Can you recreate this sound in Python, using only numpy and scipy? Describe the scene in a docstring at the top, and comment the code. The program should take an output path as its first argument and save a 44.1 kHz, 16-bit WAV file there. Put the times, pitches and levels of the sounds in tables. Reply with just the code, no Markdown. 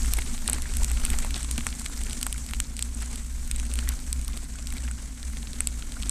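"""Forest track of wet gravel, heard from a small camera clamped to a rolling bicycle. The clamp hums as an
oscillator of unsteady pitch; filtered noise shakes clamp and frame; noise bursts and damped grains crackle
and hiss under the tread. Stones tick, thud and tap as short impulses and damped swings, jolts ring the frame,
and the sharp ticks excite the bright resonance of the microphone port."""
import sys
import numpy as np
from scipy import signal
from scipy.fft import rfft, irfft, next_fast_len
from scipy.io import wavfile
from scipy.ndimage import uniform_filter1d, map_coordinates

SR = 44100
rng = np.random.default_rng(int(sys.argv[2]) if len(sys.argv) > 2 else 0)


def dump(signal):
    """Clip the signal to [-1, 1] and save it as 16-bit WAV at the path in sys.argv[1]."""
    limited = np.clip(np.atleast_2d(signal).T, -1, 1)
    pcm = np.round(limited * 32767).astype(np.int16)
    wavfile.write(sys.argv[1], SR, pcm)


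N = 269010  # length [samples]

# Stone ticks: (time [s], peak of the bright ping [dB], peak of the dull knock [dB], knock pitch [Hz])
STONE_TICKS = [(0.0315, -23, -55, 2560), (0.0593, -19, -26.5, 3000), (0.1361, -9.5, -17, 3750),
               (0.1704, -17.5, -28, 3070), (0.1875, -20, -22, 2000), (0.2202, -53, -22.5, 2470),
               (0.3786, -30, -25.5, 3220), (0.475, -27, -37, 4400), (0.478, -7.5, -11, 4440),
               (0.4877, -43, -25, 1900), (0.494, -25, -29, 4000), (0.498, -7, -26, 2200),
               (0.5024, -33, -42, 3000), (0.5313, -6.5, -18.5, 3250), (0.547, -24, -28, 2940),
               (0.584, -25, -27, 1500), (0.621, -17.5, -27, 4720), (0.7378, -23, -25.5, 3670),
               (0.7692, -12, -20, 4100), (0.8339, -15, -24.5, 2770), (0.8452, -9.5, -19, 4530),
               (0.8995, -20, -30, 2740), (0.9156, -17.5, -29, 2200), (0.9728, -47, -23, 2880),
               (1.051, -8.5, -18.5, 3320), (1.063, -26, -20.5, 3230), (1.1022, -13.5, -20, 3030),
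               (1.1327, -24, -26, 3040), (1.1403, -34, -28, 2550), (1.1873, -13, -21.5, 4300),
               (1.2475, -19.5, -29, 3300), (1.3074, -25, -22, 3200), (1.3428, -29, -14.5, 4570),
               (1.3593, -30, -24, 3030), (1.364, -22, -21.5, 3780), (1.379, -26, -32, 2310),
               (1.43, -16.5, -25, 3150), (1.4457, -21, -26, 3140), (1.512, -13.5, -20.5, 3520),
               (1.5796, -16.5, -18, 3320), (1.608, -45, -23, 2240), (1.6617, -36, -46, 3430),
               (1.6675, -11.5, -14, 2070), (1.6888, -28, -26, 4290), (1.727, -48, -22.5, 3900),
               (1.7964, -21.5, -32, 4160), (1.8181, -26, -33, 4350), (1.8568, -22.5, -28, 4000),
               (1.8614, -17.5, -17.5, 2920), (1.9644, -29, -32, 3920), (2.015, -29, -29, 2530),
               (2.036, -20.5, -31, 4060), (2.0676, -34, -26.5, 2990), (2.097, -22, -25.5, 4090),
               (2.109, -34, -23, 4100), (2.131, -19.5, -22, 3250), (2.213, -19, -24, 4350),
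               (2.229, -12.5, -14, 4050), (2.2337, -25, -41, 2830), (2.2664, -10.5, -18, 1860),
               (2.327, -13, -20, 3460), (2.3797, -21.5, -25.5, 3670), (2.464, -26, -31, 4120),
               (2.489, -29, -27, 3800), (2.5098, -24, -33, 3470), (2.5354, -22.5, -16.5, 2650),
               (2.5476, -36, -27, 4260), (2.6017, -8, -14, 2900), (2.6466, -57, -32, 3500),
               (2.7669, -18.5, -27, 3950), (2.7791, -37, -31, 4870), (2.792, -17, -19, 3530),
               (2.8094, -49, -31, 4650), (2.825, -8.5, -15.5, 3800), (2.948, -22, -44, 3480),
               (3.0044, -34, -32, 3850), (3.0229, -23, -30, 2670), (3.158, -20, -25.5, 3800),
               (3.1935, -40, -34, 3130), (3.3255, -32, -43, 2900), (3.476, -25, -34, 4290),
               (3.513, -12.5, -18.5, 3770), (3.5615, -18.5, -28, 3680), (3.5985, -21, -24.5, 3070),
               (3.6523, -27, -34, 3190), (3.6656, -27, -36, 3370), (3.715, -27.5, -25.5, 3460),
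               (3.738, -16.5, -25, 3980), (3.756, -21, -25, 3810), (3.7889, -17.5, -19.5, 2760),
               (3.8754, -40, -25.5, 1680), (3.8896, -10.5, -20, 4700), (3.9911, -34, -29.5, 3860),
               (4.0013, -30, -35, 3610), (4.1286, -11, -18.5, 4280), (4.214, -24.5, -33, 4000),
               (4.2472, -22, -32, 3900), (4.28, -19.5, -26, 4440), (4.3324, -44, -28, 3650),
               (4.3673, -28, -42, 3580), (4.374, -23, -24, 3600), (4.4418, -28.5, -47, 4430),
               (4.5574, -29, -52, 2020), (4.671, -19, -23, 4370), (4.704, -27, -28, 3930),
               (4.725, -23, -25.5, 2560), (4.7376, -25, -45, 3420), (4.768, -29, -32, 3160),
               (4.7818, -31, -27.5, 4030), (4.8787, -35, -28, 2490), (4.8843, -34, -29.5, 1452),
               (4.9129, -21.5, -32, 2630), (5.2295, -28, -24, 4630), (5.3347, -39, -32.5, 2240),
               (5.3705, -32, -26, 2940), (5.4293, -36, -27, 3580), (5.4716, -43, -26, 4030),
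               (5.532, -25, -24.5, 4460), (5.6054, -7, -18, 2380), (5.672, -7.5, -16, 4100),
               (5.6878, -33, -34, 3380), (5.8237, -39, -23.5, 3700), (5.9208, -28, -25, 3500),
               (5.9408, -35, -31, 4180), (6.0244, -21, -24, 3320), (6.0324, -28, -20, 3180),
               (6.0944, -7.5, -21, 4900)]
# Modes of the bicycle frame: (frequency [Hz], width [Hz], relative level [dB])
FRAME_MODES = [(71.7, 16, -2), (115, 31, -6), (147, 16.6, -2), (233, 34.7, 1.5), (277, 77, -4),
               (325.5, 46.6, -9)]
# Modes of the camera case: (frequency [Hz], width [Hz], relative level [dB])
CASE_MODES = [(1429, 114, -2.5), (2197, 28, -5.5)]
# Amount and wetness of gravel under the tread: (time [s], relative crunch level [dB], relative hiss level [dB])
GRAVEL_LEVELS = [(0.0, -42.5, -34.5), (0.1, -49, -40), (0.27, -49, -41), (0.4, -52, -44),
                 (0.54, -42.5, -41), (0.66, -49.5, -43), (0.85, -46.5, -40), (1.03, -47, -41),
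                 (1.6, -48.5, -41), (1.87, -51.5, -43.5), (2.11, -50, -44), (2.17, -51.5, -41.5),
                 (2.75, -54, -46.5), (3.11, -51, -44.5), (3.29, -54.5, -46), (3.53, -52, -46.5),
                 (3.7, -51.5, -46), (4.06, -52, -44), (4.31, -52.5, -47.5), (4.5, -53.5, -47.5),
                 (4.79, -52, -45), (4.93, -52.5, -46), (5.16, -54, -47.5), (5.45, -52.5, -45.5),
                 (5.88, -53.5, -46), (6.1, -48, -41.5)]


def amp(db):
    """Level to amplitude: 20 dB is a factor of ten."""
    return 10 ** (np.asarray(db) / 20)


def unit(x):
    """Power normalisation: x at rms 1."""
    return x / np.sqrt(np.mean(x ** 2) + 1e-20)


def along(points, hz):
    """Logarithmic frequency scale: (frequency [Hz], value) points interpolated on it."""
    f, v = np.transpose(points)
    return np.interp(np.log(hz + 1), np.log(f + 1), v)


def curves(rows):
    """Linear interpolation: one value per sample for each column after the time."""
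    s, *columns = np.transpose(rows)
    return [np.interp(np.arange(N) / SR, s, column) for column in columns]


def wobble(rate):
    """Band-limited fluctuation: a smooth random curve with rate knots a second."""
    knots = rng.standard_normal(int(N * rate / SR) + 4)
    return map_coordinates(knots, [np.arange(N) * rate / SR])


def filtered(x, response):
    """Convolution theorem: the spectrum of x (last axis is time) times a complex response."""
    m = next_fast_len(2 * x.shape[-1])
    spectrum = rfft(x, m) * response(np.fft.rfftfreq(m, 1 / SR))
    return irfft(spectrum, m)[..., :x.shape[-1]]


def coloured(x, spectrum):
    """Spectral shaping: x through a (frequency [Hz], gain [dB]) curve, at rms 1."""
    return unit(filtered(x, lambda hz: amp(along(spectrum, hz))))


def resonances(modes):
    """Modal superposition: causal response of parallel (Hz, width, dB) modes of alternating sign."""
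    def response(f):
        return sum((-1) ** k * amp(db) * 1j * f * width / (centre * centre - f * f + 1j * f * width)
                   for k, (centre, width, db) in enumerate(modes))
    return response


def grains(count, centre_hz, spread, cycles, size_db, bunching):
    """Granular impact noise: scattered damped sines of random pitch, a few larger than the rest."""
    start = (rng.random(count) * N).astype(int)
    hz = np.clip(centre_hz * np.exp(spread * rng.standard_normal(count)), 300, 13000)[:, None]
    size = amp(size_db * np.minimum(rng.exponential(size=count), 3.2)) * bunching[start]
    n = np.arange(500)
    turns = hz * n / SR
    envelope = np.exp(-turns / cycles) * (1 - np.exp(-turns / 0.62))
    shape = size[:, None] * np.sin(2 * np.pi * turns) * envelope
    return np.bincount((start[:, None] + n).ravel(), shape.ravel(), N + len(n))[:N]


def bursts(rate, decay_s):
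    """Shot noise: a level that rises at random moments and sinks back; mean 0, spread 1."""
    jumps = (rng.random(N) < rate / SR) * rng.exponential(size=N)
    level = signal.fftconvolve(jumps, np.exp(-np.arange(SR // 4) / SR / decay_s))[:N]
    level = np.sqrt(np.abs(uniform_filter1d(level, size=SR // 250)))  # the rise takes a few ms
    return unit(level - level.mean())


def patchy(depth_db):
    """Time-frequency modulation: noise whose level differs between small patches of time and pitch."""
    z = signal.stft(rng.standard_normal(N), nperseg=256)[2]
    field = uniform_filter1d(rng.standard_normal(z.shape), size=4, axis=0)
    field = uniform_filter1d(field, size=8, axis=1)
    return signal.istft(z * amp(depth_db * unit(field)), nperseg=256)[1][:N]


def clamp():
    """Frequency-modulated oscillation with weak overtones; hard ticks fall shortly before the top of a swing.
    Returns where in the swing knocks are favoured (-1 to 1) and the sound."""
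    # Main vibration of the clamp, before its wobble: (time [s], pitch [Hz])
    hum_pitch = [(0, 56.9), (.4, 56.4), (.7, 61.44), (1.6, 59.7), (1.8, 53.4), (2.4, 55.7), (2.7, 59.7),
                 (4.25, 58.25), (4.4, 55.9), (5.5, 59.77), (6.1, 55)]
    # Strength of the swing, before its wobble and smoothing: (time [s], level [dB])
    hum_level = [(0.0, -27), (0.22, -35), (0.29, -39), (0.59, -26), (0.71, -41.5), (0.93, -24.5),
                 (1.02, -38), (1.54, -29.5), (1.85, -41.5), (2.38, -31), (2.46, -39), (2.6, -30),
                 (2.65, -39), (2.99, -33.5), (3.48, -42), (3.53, -31.5), (3.92, -27), (3.99, -56),
                 (4.15, -28), (4.38, -38), (4.89, -30), (4.99, -39.5), (5.76, -33.5), (5.88, -41),
                 (6.0, -32), (6.1, -31.5)]
    (hz,), (level_db,) = curves(hum_pitch), curves(hum_level)
    phase = 2 * np.pi * np.cumsum(hz + 2.42 * wobble(10)) / SR
    hard = np.array([round(s * SR) for s, ping_db, *_ in STONE_TICKS if ping_db > -16.5])
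    lead = np.pi / 3
    # slide the phase so that it sits one lead before the top at the hard ticks
    drift = np.interp(np.arange(N), hard, np.unwrap(phase[hard] + lead))
    phase = phase - uniform_filter1d(uniform_filter1d(drift, size=SR // 20), size=SR // 20)
    size = uniform_filter1d(amp(level_db + 1.25 * wobble(7.3)), size=SR // 30)  # a resonance cannot jump
    overtones = amp(-23.0) * np.cos(2 * phase) + amp(-25.5) * np.cos(4 * phase)
    return np.cos(phase + lead), np.sqrt(2) * size * (np.cos(phase) + overtones)


def shaking():
    """Random forced vibration: bumps shudder the clamp and excite the modes of the frame."""
    # Roughness of the track: (time [s], level of the shudder before its wobble [dB])
    roughness = [(0.0, -25), (0.7, -33), (0.83, -27.5), (0.93, -32.5), (1.12, -23), (1.48, -38),
                 (1.49, -31), (2.62, -31), (2.65, -38.5), (4.04, -31.5), (4.6, -40.5), (4.76, -28),
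                 (4.79, -36.5), (6.1, -33.5)]
    # Colour of the shudder: (frequency [Hz], gain [dB])
    shudder_colour = [(9, -15), (15, 1.5), (35, 0), (46, -5.5), (62, -4), (70, -6.5), (90, -49.5)]
    (shudder_db,), (gravel_db, _) = curves(roughness), curves(GRAVEL_LEVELS)
    frame_db = -44.5 + 0.1 * (shudder_db - shudder_db.mean())  # mean level; dB gained per dB of roughness
    frame_db = frame_db + 0.46 * (gravel_db - gravel_db.mean())  # dB gained per dB of gravel
    shudder = amp(shudder_db + 2.16 * wobble(6.8)) * coloured(rng.standard_normal(N), shudder_colour)
    push = rng.standard_normal(N) * amp(0.75 * wobble(16))
    frame = unit(filtered(push, lambda f: resonances(FRAME_MODES)(f) / (1 + (f / 340) ** 8)))
    return shudder + amp(frame_db) * frame


def tread(swing):
    """Common modulation: crunch and hiss share their bursts, and grains strike harder on the upswing."""
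    burst_db = 1.59 * bursts(rate=110, decay_s=0.0067)
    strike = amp(burst_db + 3.6 * swing)
    return crunch(swing, burst_db, strike) + hiss(swing, burst_db, strike)


def crunch(swing, burst_db, strike):
    """Granular friction: shaped noise and damped grains of grit, with a lower grind of larger stones."""
    # The tread crushes a clump of gravel: (time [s], swell of the crunch [dB])
    clumps = [(0.19, 12.5), (0.498, 7.5), (0.542, 3.5), (0.91, 7), (1.045, 8), (1.139, 9), (1.25, 2),
              (1.37, 5.5), (1.586, 10), (2.27, 7), (3.03, 5), (3.9, 10.5), (4.37, 4), (4.77, 4),
              (5.97, 4.5)]
    # Colour of the crunch: (frequency [Hz], gain [dB])
    crunch_colour = [(200, -37), (330, 5), (420, 1), (800, -2.5), (1150, -4), (1450, 1.5), (1850, -0.5),
                     (2250, 1.5), (2550, -3.5), (4500, -3), (7000, -27), (12000, -60)]
    # Colour of the grind of larger stones: (frequency [Hz], gain [dB])
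    grind_colour = [(250, -22), (380, 0), (700, -6), (1100, 0), (1600, -24)]
    t = np.arange(N) / SR
    clump_db = sum(db * np.exp(-((t - s) / 0.0098) ** 2) for s, db in clumps)
    crunch_db = curves(GRAVEL_LEVELS)[0] + clump_db
    grit = grains(count=2500, centre_hz=2250, spread=0.558, cycles=1.1, size_db=1.5, bunching=strike)
    bed_db = 1.64 * burst_db + 1.5 * bursts(rate=39, decay_s=0.012) + 0.35 * swing
    bed = patchy(depth_db=2.0) * amp(bed_db)
    gritty = amp(-6.5 + 0.073 * clump_db) * unit(grit)  # a clump is grittier
    crackle = amp(crunch_db - 0.4) * (coloured(bed, crunch_colour) + gritty)
    grind_db = -63 + 1.3 * (crunch_db - crunch_db.mean())  # mean level; dB gained per dB of crunch
    return crackle + amp(grind_db) * coloured(bed[::-1], grind_colour)  # the bed reversed in time


def hiss(swing, burst_db, strike):
    """Superposed microscopic impacts: bursts of spray noise, tiny damped specks and broadband clicks."""
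    # Colour of spray and snaps: (frequency [Hz], gain [dB])
    hiss_colour = [(3000, -15), (5200, -7.5), (6000, -2), (6900, -1), (8000, 3), (9500, -4), (11500, -15.5),
                   (13500, -21), (14100, -38), (14400, -58)]
    hiss_db = curves(GRAVEL_LEVELS)[1]
    specks = grains(count=4500, centre_hz=7760, spread=0.248, cycles=2.3, size_db=3.5, bunching=strike)
    spray_db = 1.24 * burst_db + 0.65 * bursts(rate=210, decay_s=0.0016) + 0.24 * swing
    spray = patchy(depth_db=1.5) * amp(spray_db)
    snaps = (rng.random(N) < 350 / SR) * rng.laplace(size=N) * strike  # tiny stones crack: dry, broad clicks
    mixed = coloured(spray, hiss_colour) + amp(-7.0) * unit(specks) + amp(-6.5) * coloured(snaps, hiss_colour)
    return amp(hiss_db - 1.74) * mixed


def ticks():
    """Impact excitation: brief contact chatter pings the port; a blow and its rebound, of random strength and
    sign, give a short knock through the stone's own resonance and the case modes."""
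    # Port resonances that a tick excites: (frequency [Hz], width [Hz], relative level [dB])
    port_modes = [(5300, 2000, -14), (8200, 900, 0), (10800, 2500, -9), (13200, 2500, -12)]
    rows = np.vstack([STONE_TICKS, small_stones(count=90)])
    s, ping_db, knock_db, hz = rows.T[:, :, None]
    t = np.arange(900) / SR
    chatter, scatter = np.moveaxis(rng.standard_normal((len(s), 2, len(t))), 1, 0)
    wait, again, *ring = rng.random((len(s), 4)).T[:, :, None]

    def at_peak(x, db):
        return amp(db) * x / np.abs(x).max(axis=1, keepdims=True)

    def touch(at_s):
        return np.exp(-((t - at_s) / 0.00004) ** 2)

    def stone(f):  # broad, around its pitch
        return 1j * f * hz * 1.82 / (hz * hz - f * f + 1j * f * hz * 1.27)

    press = (1 - np.exp(-t / 0.00019)) * amp(-60 * (t / 0.0012) ** 2)  # the contact builds and lets go
    rattle = np.sin(2 * np.pi * (8200 + 500 * (wait - .5)) * t)  # the port's own pitch rules the chatter
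    contact = (0.54 * rattle + chatter) * press + chatter * amp(-15 - 60 * t / 0.0091)
    ping = filtered(contact, lambda f: resonances(port_modes)(f) * resonances([(8400, 8000, 0)])(f))
    rebound = 1.04 * (again - .5) * touch(0.00042 + 0.00065 * wait)
    blow = touch(0.00021) + rebound + scatter * amp(-13 - 60 * t / 0.017)
    # a duller stone rings the case modes more
    struck = [(c, w, db + 3.8 * r - 3.3 * np.log2(hz / c)) for (c, w, db), r in zip(CASE_MODES, ring)]
    knock = filtered(blow, lambda f: (stone(f) ** 2 + resonances(struck)(f)) / (1 + (f / 7000) ** 4))
    sound = at_peak(ping, ping_db) + at_peak(knock, knock_db)
    at = np.round(s * SR).astype(int) + np.arange(len(t))
    return np.bincount(at.ravel(), sound.ravel(), N + len(t))[:N]


def small_stones(count):
    """Random impact statistics: rows like the stone ticks, at random times, louder where gravel is thick."""
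    typical_ping_db, typical_knock_db, scatter_db = -38, -38.5, 3.5
    typical_hz, log_spread = 2920, 0.55
    gravel_db, _ = curves(GRAVEL_LEVELS)
    s = rng.random(count) * (N - 1) / SR
    ping, knock, pitch = rng.standard_normal((count, 3)).T
    more_db = gravel_db[(s * SR).astype(int)] - gravel_db.mean()
    ping_db = typical_ping_db + more_db + scatter_db * ping
    knock_db = typical_knock_db + more_db + scatter_db * knock
    hz = np.clip(typical_hz * np.exp(log_spread * pitch), 800, 5500)
    return np.transpose([s, ping_db, knock_db, hz])


def jolts():
    """Impulse response of a modal body: larger stones push softly for 1.8 ms and the frame rings."""
    # Jolts of larger stones: (time [s], peak before a 0.5 dB cut [dB])
    stone_jolts = [(0.071, -29), (0.327, -30), (0.533, -30), (1.106, -28.5), (1.428, -30), (1.577, -23.5),
                   (4.977, -39)]
    t = np.arange(SR // 10) / SR
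    push = np.sin(np.pi * np.minimum(t / 0.0018, 1)) ** 2
    ring = filtered(push, resonances(FRAME_MODES))
    sound = np.zeros(N + len(t))
    for s, db in stone_jolts:
        sound[round(s * SR):][:len(t)] += amp(db - 0.5) * ring / np.abs(ring).max()
    return sound[:N]


def thuds():
    """Heavily damped oscillation: heavy stones on the case give a dip, a swing back and a quick fade."""
    # Thuds of heavy stones: (time half a cycle after the start [s], pitch [Hz], peak [dB])
    heavy_thuds = [(0.1858, 915, -24), (0.4878, 990, -21), (0.4982, 905, -27), (0.532, 695, -36),
                   (1.0515, 1100, -28), (1.1405, 805, -28), (1.2483, 870, -22.5), (1.5808, 605, -31),
                   (1.6672, 1000, -25.5), (2.2658, 950, -28), (2.5352, 990, -29), (2.6016, 1110, -33),
                   (5.6056, 695, -29), (5.672, 600, -33.5)]
    sound = np.zeros(N)
    for s, hz, db in heavy_thuds:
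        turns = hz * np.arange(400) / SR
        swing = -np.sin(2 * np.pi * turns) * turns * np.exp(-turns / 0.3)
        sound[round((s - .5 / hz) * SR):][:len(turns)] += amp(db) * swing / np.abs(swing).max()
    return sound


def taps():
    """Damped free vibration: short pitched taps on the case, and fainter random ones near its modes."""
    # Taps on the camera case: (time [s], pitch [Hz], relative level [dB])
    case_taps = [(0.1872, 2140, -25), (0.1905, 1530, -38), (0.459, 1790, -35), (0.657, 1780, -30.5),
                 (0.8203, 955, -32.5), (0.909, 1870, -37), (1.082, 1430, -32), (1.142, 855, -36),
                 (1.9258, 1430, -38), (2.3457, 1480, -39), (2.3602, 2260, -38), (3.028, 1690, -39),
                 (3.1287, 2120, -40), (3.8273, 1490, -35), (3.8822, 1950, -33), (3.8976, 2250, -41),
                 (3.908, 1350, -35), (3.9241, 1540, -38), (4.2879, 1150, -37.5), (4.554, 1450, -35.5),
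                 (4.7136, 2230, -42), (4.7669, 2310, -35.5), (4.849, 1615, -36), (4.91, 1460, -36),
                 (4.9778, 1450, -40), (5.238, 1790, -41), (5.826, 1450, -38), (5.967, 1440, -33)]
    t = np.arange(600) / SR
    sound = np.zeros(N + len(t))
    for s, hz, db in case_taps:
        scrape = uniform_filter1d(rng.standard_normal(len(t)), size=40)
        rough = amp(3.1 * unit(scrape))  # the stone scrapes as it lands
        envelope = amp(db + 5.5 - 60 * t / 0.013) * (1 - np.exp(-t / 0.00085))
        sound[round(s * SR):][:len(t)] += envelope * np.sin(2 * np.pi * hz * t) * rough
    faint = [grains(count=200, centre_hz=hz, spread=0.04, cycles=1.5, size_db=4.0, bunching=np.ones(N))
             for hz, _, _ in CASE_MODES]
    return sound[:N] + amp(-69.5) * unit(sum(faint))


def scene():
    """Linear superposition: every source adds at one microphone."""
    swing, hum = clamp()
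    return (hum + shaking() + tread(swing) + ticks() + jolts() + thuds() + taps())[None]


def record(dry):
    """Saturation and band limiting: peaks round off near full scale, and the treble falls off to a cutoff."""
    # Top end of the whole sound: (frequency [Hz], gain [dB])
    rolloff = [(13900, 0), (14200, -12), (14800, -18), (15200, -34)]
    full_scale, top_hz = 0.5, 15200  # ceiling of the amplitude; cutoff [Hz]
    held = dry / (1 + (dry / full_scale) ** 4) ** (1 / 4)
    return filtered(held, lambda hz: amp(along(rolloff, hz)) * (hz < top_hz))


dry = scene()
out = record(dry)
dump(out)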